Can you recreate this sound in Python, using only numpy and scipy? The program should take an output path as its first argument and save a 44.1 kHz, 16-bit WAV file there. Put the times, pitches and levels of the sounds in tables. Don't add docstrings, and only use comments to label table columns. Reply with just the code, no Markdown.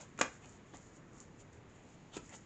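import sys
import numpy as np
from scipy import signal
from scipy.fft import rfft, irfft
from scipy.io import wavfile
from scipy.ndimage import uniform_filter1d

SR = 44100
rng = np.random.default_rng(int(sys.argv[2]) if len(sys.argv) > 2 else 0)


def boost(x):
    u = np.asarray(x, float) / 20
    return 10 ** u


def master(y):
    cut = np.clip(np.atleast_2d(y).T, -1, 1)
    pcm = np.round(cut * 32767)
    wavfile.write(sys.argv[1], SR, pcm.astype(np.int16))


N = 108045


def since(at_s):
    return np.arange(N) / SR - at_s


def unit(x):
    return x / np.sqrt(np.mean(x ** 2))


def band(x, hz, width_hz):
    b, a = signal.iirpeak(min(hz, 0.45 * SR), hz / width_hz, fs=SR)
    return signal.lfilter(b, a, x)


def butter(x, hz, kind, order):
    return signal.sosfilt(signal.butter(order, hz, kind, fs=SR, output="sos"), x)


def walk(rate_hz):
    span = int(SR / rate_hz)
    drift = uniform_filter1d(rng.standard_normal(N), span)
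    return unit(uniform_filter1d(drift, span))


def ring(at_s, hz, t60_s):
    age = np.maximum(since(at_s), 0)
    return np.sin(2 * np.pi * hz * age) * np.exp(-np.log(1000) * age / t60_s)


def touch(at_s, rise_s, fall_s):
    age = since(at_s)
    return np.exp(-(age / np.where(age < 0, rise_s, fall_s)) ** 2 / 2)


def fibres():
    clicks_per_s, uneven_db = 3000, 3
    chance = rng.random((2, N))
    strength = boost(-uneven_db * np.log(chance[1] + 1e-9))
    clicks = (chance[0] < clicks_per_s / SR) * strength * rng.standard_normal(N)
    grain = unit(clicks) + 0.8 * rng.standard_normal(N)
    return grain * boost(1.6 * walk(80))


def room_tone():
    # f/Hz, level per Hz/dB
    tone = np.array([(30, -5), (60, -4.5), (110, 2.5), (300, -4.5), (700, -14.5), (2000, -18.5),
                     (4800, -35.5), (8000, -45.5)])
    level_db, flicker_db, flicker_hz = -57.5, 1.24, 3.85
    hz = np.maximum(np.fft.rfftfreq(N, 1 / SR), 1)
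    colour = boost(np.interp(np.log(hz), np.log(tone[:, 0]), tone[:, 1]))
    spectrum = rfft(rng.standard_normal(N)) * colour * (hz > 18)
    air = 0
    for octave in range(10):
        share = np.clip(1 - np.abs(np.log2(hz / 25) - octave), 0, 1)
        air = air + irfft(spectrum * share, N) * boost(flicker_db * walk(flicker_hz))
    return unit(air) * boost(level_db)


def brushes():
    # peak t/s, rise/s, fall/s, level/dB, scrape f/Hz
    scrapes = [(.002, 0.012, 0.013, -57, 2100), (.004, .01, 0.023, -63.5, 595),
               (.004, 0.012, 0.028, -66, 3270), (0.181, 0.0027, 0.025, -59, 2200),
               (0.199, .008, 0.0098, -53, 1200), (0.228, 0.013, 0.004, -47.5, 2450),
               (.33, 0.033, 0.045, -68, 1500), (.448, 0.019, 0.016, -62.5, 2360),
               (.58, 0.044, 0.01, -75, 890), (0.745, 0.0051, 0.021, -61, 1950),
               (.745, 0.011, 0.013, -64, 3070), (.448, .01, 0.021, -68.5, 880),
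               (1.219, 0.07, 0.013, -71, 1110), (1.40, .008, .015, -70, 2600),
               (1.53, 0.0042, .04, -74, 1500), (2.143, .012, 0.014, -55.5, 3270),
               (2.172, .008, 0.011, -59.5, 1270), (2.171, 0.0075, 0.0057, -50.5, 2670),
               (2.296, 0.0089, 0.014, -65, 1870), (2.339, 0.015, .008, -54, 1840),
               (2.328, 0.0035, .014, -57, 2600), (2.341, 0.0044, 0.0094, -65, 1280)]
    body_hz, body_top_hz, body_db = 743, 2600, -2.5
    relative_width = 0.23
    grain = fibres()
    body = butter(band(grain, body_hz, body_hz), body_top_hz, "low", order=2)
    body = boost(body_db) * unit(body)
    out = np.zeros(N)
    for at_s, rise_s, fall_s, db, hz in scrapes:
        width_hz = relative_width * hz
        edge = unit(band(band(grain, hz, width_hz), hz, 2.07 * width_hz))
        out += boost(db) * touch(at_s, rise_s, fall_s) * (edge + body)
    return out


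def rustles():
    # peak t/s, rise/s, fall/s, level/dB
    movements = [(.008, .01, 0.023, -61.5), (.07, .02, 0.1, -78.5), (.2, .006, .012, -53),
                 (.35, 0.046, 0.021, -68.5), (.45, 0.026, 0.034, -70.5), (.54, 0.044, 0.032, -72),
                 (.67, 0.011, 0.063, -76.5), (.755, 0.013, .04, -70), (.86, 0.032, 0.053, -72.5),
                 (.96, 0.015, .02, -72), (1.18, 0.035, 0.025, -69.5), (1.22, 0.019, 0.023, -69),
                 (1.405, .02, 0.017, -70), (1.529, 0.0045, 0.036, -74), (1.72, 0.025, 0.063, -76.5),
                 (1.93, 0.055, .02, -75.5), (2.145, 0.014, 0.013, -64), (2.167, 0.01, 0.015, -57.5),
                 (2.24, .03, .03, -78), (2.29, 0.036, 0.03, -68), (2.349, 0.016, 0.017, -63),
                 (2.41, .03, .03, -75)]
    hiss = unit(butter(fibres(), 3700, "high", order=2))
    swell = np.zeros(N)
    for at_s, rise_s, fall_s, db in movements:
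        swell += boost(db) * touch(at_s, rise_s, fall_s)
    return hiss * swell


def flicks():
    # t/s, level/dB, bending f/Hz, ring/s, crack level against the bending/dB
    snaps = [(0.1769, -44, 2000, .006, -9), (0.1901, -25.5, 1410, 0.0039, -18),
             (.1965, -35.5, 1000, .004, -8), (.2107, -25, 500, 0.031, -42),
             (0.2114, -19, 1633, .011, -14.5), (.2130, -17, 1115, 0.0056, -18.5),
             (0.2135, -17.5, 2400, 0.0059, -15), (.2145, -17.5, 1020, 0.01, -15),
             (.2160, -23, 3450, 0.0027, -19), (.2184, -20, 2080, 0.0047, -28),
             (0.2224, -24, 1630, 0.0071, -13), (.2283, -28.5, 1000, 0.0023, -19),
             (0.2299, -32.5, 1590, 0.007, -13), (0.7372, -47.5, 1800, 0.0093, -27),
             (.7430, -43, 810, 0.012, -26), (2.1675, -44.5, 4960, 0.0077, 1.5),
             (2.1760, -47, 2660, 0.004, -14), (2.2934, -54.5, 3000, .002, 0.5)]
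    crack_fade_s = 0.0015
    noise = rng.standard_normal(N)
    out = np.zeros(N)
    for at_s, db, hz, t60_s, crack_db in snaps:
        age = since(at_s)
        crack = (age >= 0) * np.exp(-np.abs(age) / crack_fade_s) * noise
        out += boost(db) * (ring(at_s, hz, t60_s) + boost(crack_db) * crack)
    return out


def pats():
    # t/s, level/dB, f/Hz, ring/s
    thumps = [
        (0.1941, -27.5, 330, 0.0078),
        (0.2128, -26, 239, 0.026),
        (.7350, -43.5, 316, 0.031),
        (2.1675, -26, 343, 0.014),
        (2.172, -39, 210, .03),
    ]
    out = np.zeros(N)
    for at_s, db, hz, t60_s in thumps:
        soft_start = 1 - np.exp(-np.abs(since(at_s)) * hz * 7.6)
        out += boost(db) * ring(at_s, hz, t60_s) * soft_start
    return out


def room(x):
    t60_s, level_db, gap_s, top_hz = 0.25, -12, 0.0032, 5130
    age = np.arange(SR // 2) / SR
    fade = (age > gap_s) * np.exp(-np.log(1000) * age / t60_s)
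    tail = butter(rng.standard_normal(len(age)) * fade, top_hz, "low", order=1)
    tail = tail / np.sqrt(np.sum(tail ** 2))
    return boost(level_db) * signal.fftconvolve(x, tail)[:N]


def scene():
    cards = brushes() + rustles() + flicks() + pats()
    cards = butter(cards, 174, "high", order=3)
    return (cards + room(cards) + room_tone())[None]


def low_pass(x):
    return signal.sosfilt(signal.butter(12, 9260, fs=SR, output="sos"), x)


def record(dry):
    ring_hz, ring_width_hz, ring_db = 7020, 626, 17
    roll_off_hz, top_hz = 7590, 8850
    x = dry + boost(ring_db) * band(dry, ring_hz, ring_width_hz)
    x = butter(x, roll_off_hz, "low", order=8)
    x = signal.sosfilt(signal.ellip(8, 0.5, 70, top_hz, fs=SR, output="sos"), x)
    return low_pass(x)


dry = scene()
out = record(dry)
master(out)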